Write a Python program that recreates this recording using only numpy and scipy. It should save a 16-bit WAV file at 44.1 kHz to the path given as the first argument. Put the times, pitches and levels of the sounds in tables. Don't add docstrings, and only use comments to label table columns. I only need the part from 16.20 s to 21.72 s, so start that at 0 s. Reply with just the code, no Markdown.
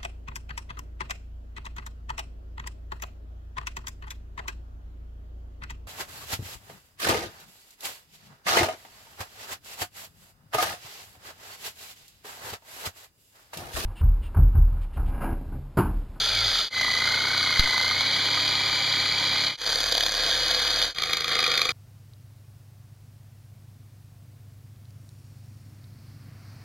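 import sys
import numpy as np
from scipy import signal
from scipy.fft import rfft, irfft
from scipy.io import wavfile
from scipy.ndimage import uniform_filter1d

SR = 44100
rng = np.random.default_rng(int(sys.argv[2]) if len(sys.argv) > 2 else 0)


def int16_out(signal):
    q = np.round(np.clip(np.atleast_2d(signal).T, -1, 1) * 32767)
    wavfile.write(sys.argv[1], SR, q.astype(np.int16))


N = 243431
TIME = np.arange(N) / SR
HZ = np.fft.rfftfreq(N, 1 / SR)
GEAR_TEETH, PINION_TEETH = 70, 9


def cutting(t, strokes, cut):
    # frequency_hz, gain_db
    sheet_eq = [
        [(88, -48), (150, -16), (236, -19.5), (346, -15.5), (419, -10), (501, -14), (558, -8.5), (1200, -13.5),
         (1320, -3.5), (2000, -8), (2170, -5.5), (2600, -6.5), (3380, -38), (5720, -120)],
        [(88, -36), (150, -10.5), (215, -18), (260, -16.5), (334, -13.5), (466, -12.5), (519, -10.5),
         (691, -11.5), (977, -9.3), (1300, -13.5), (1470, -8.2), (1820, -9.3), (2000, -0.5), (2310, -4.5),
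         (2600, -13.5), (3380, -40), (5720, -120)],
        [(88, -57), (150, -10.5), (215, -28), (318, -9), (372, -15.5), (461, -7), (495, -1.5), (606, -8),
         (699, -4.5), (798, -11), (1110, -6), (1210, -7.5), (1610, -2), (2150, -5.3), (2600, -6), (3380, -29),
         (5720, -120)],
        [(88, -49), (150, -14), (195, -25), (215, -31), (254, -17), (372, -14), (495, -5), (571, -20.5),
         (725, -6), (954, -24.5), (1170, -2), (1730, -9.5), (1880, -5.5), (2360, -4.5), (2600, -12),
         (3380, -48), (5720, -120)],
    ]
    steel_eq = [
        [(1650, -44), (2800, -10.5), (3360, 1.5), (3610, 1.5), (3930, -3), (4100, 1.5), (4390, -0.5), (4670, 2),
         (4970, -2), (5400, -20), (7020, -48), (11900, -120)],
        [(1650, -77.5), (2800, -24), (2970, -4), (3240, -0.5), (3380, 1.5), (3550, -4), (4020, 2.5), (4250, 1),
         (4780, 1), (4970, -4.5), (5200, -18), (5400, -21.5), (7020, -49), (11900, -120)],
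        [(1650, -38), (2800, -19), (2970, -6.5), (3300, -0.5), (3620, -1), (4710, 0), (5030, -3.5), (5220, -29),
         (5400, -28), (7020, -47), (11900, -120)],
        [(1650, -34), (2800, -11), (3000, -11), (3210, -1), (3400, 0.5), (3900, -2), (4240, -1.5), (4630, -2.5),
         (4970, -3.5), (5400, -36), (7020, -39), (11900, -120)],
    ]
    # frequency_hz, gain_db
    dust_eq = [(5200, -36), (5700, 0), (6400, 4), (7200, -2.5), (8200, -11), (9300, -9.5), (10400, -11.5),
               (14000, -21.5)]
    splinter_eq = [(8200, 3), (9200, 3.5), (11600, 3), (13800, 1.5), (15200, -19.5)]
    blade_db, sheet_db, dust_db, looseness = feed(t, cut)
    slap = slaps(strokes, cut)
    grit = chips(len(t), per_s=3200, spread_db=2.5, scrape=0.82) * amp(1.92 * wander(t, 420))
    flexing = evened(grit + 1.75 * rng.standard_normal(grit.shape))
    clatter = knocks(t, strokes, rise_s=.0018, decay_s=.0022) * rng.standard_normal(grit.shape)
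    blows = evened(slap) * looseness * rng.standard_normal(grit.shape)

    def throb(depth):
        power = 1 + depth * slap * looseness ** 2
        return np.sqrt(power / uniform_filter1d(power, size=3000))

    sheet = amp(blade_db + sheet_db + 1) * flexing * throb(0.94) + amp(-10.5) * clatter
    steel = amp(blade_db - 0.86) * grit * throb(0.34) + amp(2) * clatter
    dust = amp(blade_db + dust_db - 0.86) * grit * throb(1) + amp(-12) * clatter
    splinters = amp(blade_db - 28.6) * grit * throb(0.38) + amp(-23) * clatter
    splinters *= amp(1.04 * (dust_db + 15.5))
    strikes = amp(blade_db - 3) * blows + amp(-1.5) * clatter
    return (colour(sheet, sheet_eq[cut]) + colour(steel, steel_eq[cut])
            + colour(dust, dust_eq) + colour(splinters, splinter_eq) + clack(strikes, cut))


def feed(t, cut):
    # time_s, feed_db
    pushes = [
        [(0, -1), (.3, 1)],
        [(.6, -1.3), (1.25, -.7), (1.65, -1.3), (1.8, .7), (2.6, 0), (3.3, -.1)],
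        [(3.52, -1), (3.93, -3.6), (4.0, .2), (4.65, -.1)],
        [(4.8, -7), (4.93, -2.5), (5.04, -7), (5.12, .3), (5.36, 0), (5.46, -3.5)],
    ]
    # blade_db, sheet_db and dust_db (both relative to the blade),
    # held_slap_gain, lifted_slap_gain
    balance = [(-24.1, -11.2, -14.3, .8, .8), (-25.4, -8.3, -16, .62, 1.1), (-25.5, -7.8, -12.6, .85, 1.45),
               (-26.4, -5, -14.8, .7, .85)]
    blade_db, sheet_db, dust_db, held, lifted = balance[cut]
    feed_db = glide(pushes[cut], t)
    lift = np.clip(feed_db / -1.2, 0, 1)
    looseness = held + (lifted - held) * lift
    return blade_db + feed_db, sheet_db + .3 * lift, dust_db + 3 * lift, looseness


def chips(count, per_s, spread_db, scrape):
    size = amp(spread_db * np.minimum(rng.exponential(1, count), 4))
    torn = rng.random(count) < per_s / SR
    clicks = evened(size * torn * rng.choice([-1, 1], (2, count)))
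    return evened(clicks + scrape * rng.standard_normal((2, count)))


def slaps(strokes, cut, uneven_db=.8, scatter_strokes=.01):
    # place_strokes, width_strokes, strength_db
    pattern = [
        [(.41, .06, 0.5), (.82, 0.061, -1)],
        [(.28, 0.027, 4), (.38, 0.051, -1.5), (.61, 0.056, -6), (.95, 0.088, -1)],
        [(.33, .05, 1.5), (.635, 0.05, 3)],
        [(.235, .045, 9.5), (.6, .04, 7.5), (.88, 0.06, -1)],
    ]
    power = 0
    for place, width, db in pattern[cut]:
        nearest = np.round(strokes - place).astype(int)
        strength, lag = rng.standard_normal((128, 2))[nearest + 1].T
        offset = strokes - nearest - place - scatter_strokes * lag
        power += amp(db + uneven_db * strength) ** 2 * np.exp(-.5 * (offset / width) ** 2)
    return power


def knocks(t, strokes, rise_s, decay_s):
    # time_s, level_db
    catches = [(0.6128, -20), (1.3953, -14), (1.8088, -19), (3.605, -17.5), (4.0361, -21), (4.1135, -22),
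               (4.3136, -20), (4.6262, -17), (4.8364, -19), (4.9325, -21), (5.3763, -23), (5.4167, -21)]
    # start_s, end_s, place_strokes, level_db
    chatter = [(1.15, 1.7, .28, -26), (3.71, 3.88, .62, -17), (4.27, 4.66, .32, -24.5),
               (4.74, 4.84, .26, -25), (4.92, 5.09, .24, -23), (5.19, 5.32, .61, -21),
               (5.36, 5.51, .21, -21.5)]
    hits = list(catches)
    for start, end, place, db in chatter:
        times = np.interp(np.arange(strokes[-1]) + place, strokes, t, right=np.inf)
        hits += [(s, db) for s in times if start < s < end]
    return sum(amp(db) * np.exp(-np.maximum((s - t) / rise_s, (t - s) / decay_s).clip(0, 50))
               for s, db in hits)


def clack(strikes, cut):
    # pitch_hz, t60_s, level_db
    modes = [
        [(1330, 0.015, -15.5), (3460, 0.02, -11)],
        [(1045, 0.022, -17), (1240, 0.032, -12.5), (1468, .03, -13)],
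        [(702, 0.036, -19.5), (1650, 0.045, -17.5), (3330, 0.02, -15), (4630, 0.013, -7.5)],
        [(1220, 0.027, -15.5), (2416, 0.013, -4), (3370, .015, -20), (4560, 0.024, -5.5)],
    ]
    age = TIME[:2048]
    body = 0
    for hz, t60, db in modes[cut]:
        mode = amp(-60 * age / t60) * np.cos(2 * np.pi * hz * age)
        body += amp(db) * mode / np.linalg.norm(mode)
    return convolved(strikes, body)


def edge_taps(t, strokes, place=.23, bend=.4, bend_s=.002, rise_s=.0012, t60_s=.04):
    # start_s, end_s, pitch_hz, level_db
    spells = [(.59, .9, 1230, -27), (.85, 1.42, 1340, -27.5), (1.33, 1.73, 1045, -25.5)]
    age = (strokes - place) % 1 / (np.gradient(strokes) * SR)
    blow = (1 - np.exp(-age / rise_s)) * amp(-60 * age / t60_s + 2 * wander(t, 30))
    bent_age = age - bend * bend_s * (1 - np.exp(-age / bend_s))
    notes = 0
    for start, end, hz, db in spells:
        cycles = hz * bent_age + .25 * wander(t, 90)
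        notes += amp(db) * swell(t, start, end) * np.sin(2 * np.pi * cycles)
    return blow * notes


def gear_whine(t, strokes, cut, width_hz=400):
    # pitch_hz, level_db
    housing = [(2200, -34), (2040, -26.5), (2050, -33), (2050, -47)]
    housing_hz, db = housing[cut]

    def load(place, sharpness):
        return np.exp(sharpness * (np.cos(2 * np.pi * (strokes - place)) - 1))

    stroke_hz = np.gradient(strokes) * SR
    fast = np.clip((stroke_hz - 30.5) / 2.8, 0, 1)
    slow_load = load(0.89, 2) + 0.58 * load(0.33, 2)
    fast_load = load(0.876, 1.8) + 1.95 * load(0.18, 9.3)
    pressure = (1 - fast) * slow_load + fast * fast_load
    mesh = GEAR_TEETH * strokes + 0.15 * wander(t, 150)
    tone = np.sin(2 * np.pi * mesh) + amp(-7.5) * np.sin(4 * np.pi * mesh)
    detuning = 2 * (GEAR_TEETH * stroke_hz - housing_hz) / width_hz
    return amp(db) / (1 + detuning ** 2) * evened(pressure * tone * amp(1.34 * wander(t, 160)))


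def blade_squeak(t, strokes, pitch_hz=1485, peak_s=.9, end_s=1.85, place=.96, width=.1):
    rise_db_per_s, fall_db_per_s, stop_db_per_s = 130, 13, 200
    age = t - peak_s
    db = -33 + np.minimum(rise_db_per_s * age, -fall_db_per_s * age)
    db -= stop_db_per_s * np.maximum(t - end_s, 0)
    level = amp(db + 1.5 * wander(t, 60))
    offset = (strokes - place + .5) % 1 - .5
    rub = np.exp(-.5 * (offset / width) ** 2)
    tone = np.sin(2 * np.pi * (pitch_hz * t + .28 * wander(t, 120)))
    return level * evened(rub * tone)


def sheet_resonances():
    # start_s, end_s, pitch_hz, width_hz, level_db
    resonances = [(-.1, 0.502, 36.8, 2, -43.5), (0.086, 0.33, 98, 3.3, -38.5), (1.7, 3.305, 995, 57, -46),
                  (0.503, 1.9, 4086, 187, -40), (1.85, 3.35, 7030, 190, -47), (1.9, 3.35, 3292, 127, -36.5),
                  (3.85, 4.8, 498, 5.6, -46), (5.043, 5.607, 502.5, 7, -44)]
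    singing = 0
    for start, end, hz, width, db in resonances:
        drift = np.cumsum(rng.standard_normal(N)) * np.sqrt(2 * np.pi * width / SR)
        tone = np.sqrt(2) * np.sin(2 * np.pi * hz * TIME + drift)
        singing += amp(db) * swell(TIME, start, end) * tone
    return singing


def mechanism_hum(t, strokes, cut):
    # stroke_rate_multiple, then level_db for each of the four passes
    harmonics = [(1.0, -58.0, -62, -44.8, -58), (2.0, -62.0, -63, -49.5, -55),
                 (3.0, -50.5, -43.5, -51, -52), (4.0, -62, -48.5, -60, -57), (5.0, -60, -55.5, -63, -51),
                 (6.0, -61, -59, -62, -65), (7.0, -66, -70, -61, -58), (8.0, -64, -66, -77.0, -87.0),
                 (9.0, -66, -53, -58, -68)]
    armature_db = [-70, -51, -62, -72]
    partials = [(multiple, levels_db[cut]) for multiple, *levels_db in harmonics]
    partials.append((GEAR_TEETH / PINION_TEETH, armature_db[cut]))
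    speed = np.gradient(strokes)
    hum = 0
    for multiple, db in partials:
        level = amp(db + 1.6 * wander(t, 9))
        hum += level * np.sin(2 * np.pi * (multiple * strokes + rng.random()) + .2 * wander(t, 16))
    return (speed / speed.mean()) ** 2 * hum


def microphone_bump(start_s, level_db, relax_s, rise_s):
    age = np.maximum(TIME - start_s, 0)
    step = 1 - np.exp(-(age / rise_s) ** 2)
    return amp(level_db) * step * (1 - age / relax_s) * np.exp(-age / relax_s)


def bench_rumble(level_db):
    # frequency_hz, gain_db
    bench_eq = [(25, 10), (60, 1), (110, -4.5), (200, -19.5)]
    return amp(level_db) * colour(rng.standard_normal((1, N)), bench_eq)


def room(x, t60_s, wet_db):
    t = TIME[:SR // 3]
    tail = rng.standard_normal((2, len(t))) * amp(-60 * t / t60_s) * (t > .002)
    return x + amp(wet_db) * convolved(x, tail / np.linalg.norm(tail[0]))


def microphone_ports(x):
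    # frequency_hz, coherence
    likeness = [(700, 1), (1400, 1), (3100, 0.96), (4500, 0.93), (6800, 0.95), (10000, 0.55), (15000, 0.8)]
    # frequency_hz, left_lead_rad
    port_phase = [(1300, 0), (2400, 0.075), (3600, -0.39), (4700, -0.46), (7000, -0.98), (10000, -1.13),
                  (14000, -2.3)]
    coherence = spectrum(likeness, HZ)
    mid = rfft(x[0]) * np.sqrt((1 + coherence) / 2)
    side = rfft(x[1]) * np.sqrt((1 - coherence) / 2)
    lead = np.exp(.5j * spectrum(port_phase, HZ))
    return irfft(np.array([(mid + side) * lead, (mid - side) / lead]), N)


def amp(db):
    return 10 ** (np.asarray(db) / 20)


def evened(x):
    return x / np.sqrt(np.mean(x ** 2) + 1e-20)


def glide(points, t):
    return np.interp(t, *np.transpose(points))


def spectrum(points, hz):
    point_hz, value = np.transpose(points)
    return np.interp(np.log(hz + 1), np.log(point_hz + 1), value)


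def swell(t, start_s, end_s):
    return np.sqrt(np.sin(np.pi * np.clip((t - start_s) / (end_s - start_s), 0, 1)).clip(0))


def wander(t, per_s):
    knots = np.arange(0, 6, 1 / per_s)
    return np.interp(t, knots, rng.standard_normal(len(knots)))


def convolved(x, response):
    return signal.oaconvolve(x, np.atleast_2d(response), axes=1)[:, :x.shape[1]]


def colour(x, eq):
    hz = abs(np.fft.fftfreq(4096, 1 / SR)) + 1
    octaves_outside = abs(np.log2(hz / np.clip(hz, eq[0][0], eq[-1][0])))
    gain_db = np.maximum(spectrum(eq, hz) - 60 * octaves_outside, -90)
    log_response = np.conj(signal.hilbert(np.log(amp(gain_db))))
    response = np.fft.ifft(np.exp(log_response)).real
    return convolved(x, response / np.linalg.norm(response))


def scene():
    # time_s, stroke_rate_hz
    speed_1 = [(0.0, 38.44), (0.12, 34.51), (0.25, 28.99), (0.38, 26.22), (0.5, 27.43)]
    speed_2 = [(0.5, 29.523), (0.709, 28.399), (1.152, 32.016), (1.527, 28.573), (1.942, 32.789),
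               (2.226, 34.135), (2.628, 33.152), (3.37, 33.896)]
    speed_3 = [(3.37, 34.8), (3.641, 36.333), (3.931, 34.861), (4.74, 36.408)]
    speed_4 = [(4.74, 27.57), (4.89, 26.63), (5.05, 27.46), (5.21, 27.06), (5.36, 25.97), (5.52, 26.91)]
    fade_in_s = [0.09, 0.115, .04]
    fade_out_s, fade_floor = .1, .025
    rasp, tones, fade = np.zeros((2, N)), sheet_resonances(), np.ones(N)
    for cut, speed in enumerate([speed_1, speed_2, speed_3, speed_4]):
        now = (TIME >= speed[0][0]) & (TIME < speed[-1][0])
        t = TIME[now]
        strokes = np.cumsum(glide(speed, t)) / SR
        rasp[:, now] = cutting(t, strokes, cut)
        tones[now] += mechanism_hum(t, strokes, cut) + gear_whine(t, strokes, cut)
        tones[now] += blade_squeak(t, strokes) + edge_taps(t, strokes)
        if cut:
            age = TIME - t[0]
            fade *= np.clip(np.maximum(-age / fade_out_s, age / fade_in_s[cut - 1]), fade_floor, 1)
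    rumble = bench_rumble(level_db=-58)
    rasp = microphone_ports(room(rasp, t60_s=0.17, wet_db=-15))
    bump = microphone_bump(start_s=1.3945, level_db=-7.5, relax_s=0.016, rise_s=0.0019)
    return fade * (rasp + tones + rumble) + bump


def record(dry):
    # centre_hz, width_hz, depth_db
    notches = [(2690, 180, 15), (5540, 170, 23), (7860, 504, 37), (10870, 400, 42)]
    dips_db = sum(depth * np.exp(-(2 * (HZ - hz) / width) ** 2) for hz, width, depth in notches)
    notched = irfft(rfft(dry) * amp(-dips_db), N)
    lowpass = signal.firwin(255, cutoff=15550, window=("kaiser", 9), fs=SR)
    return signal.oaconvolve(notched, lowpass[None], "same")


dry = scene()
out = record(dry)
int16_out(out)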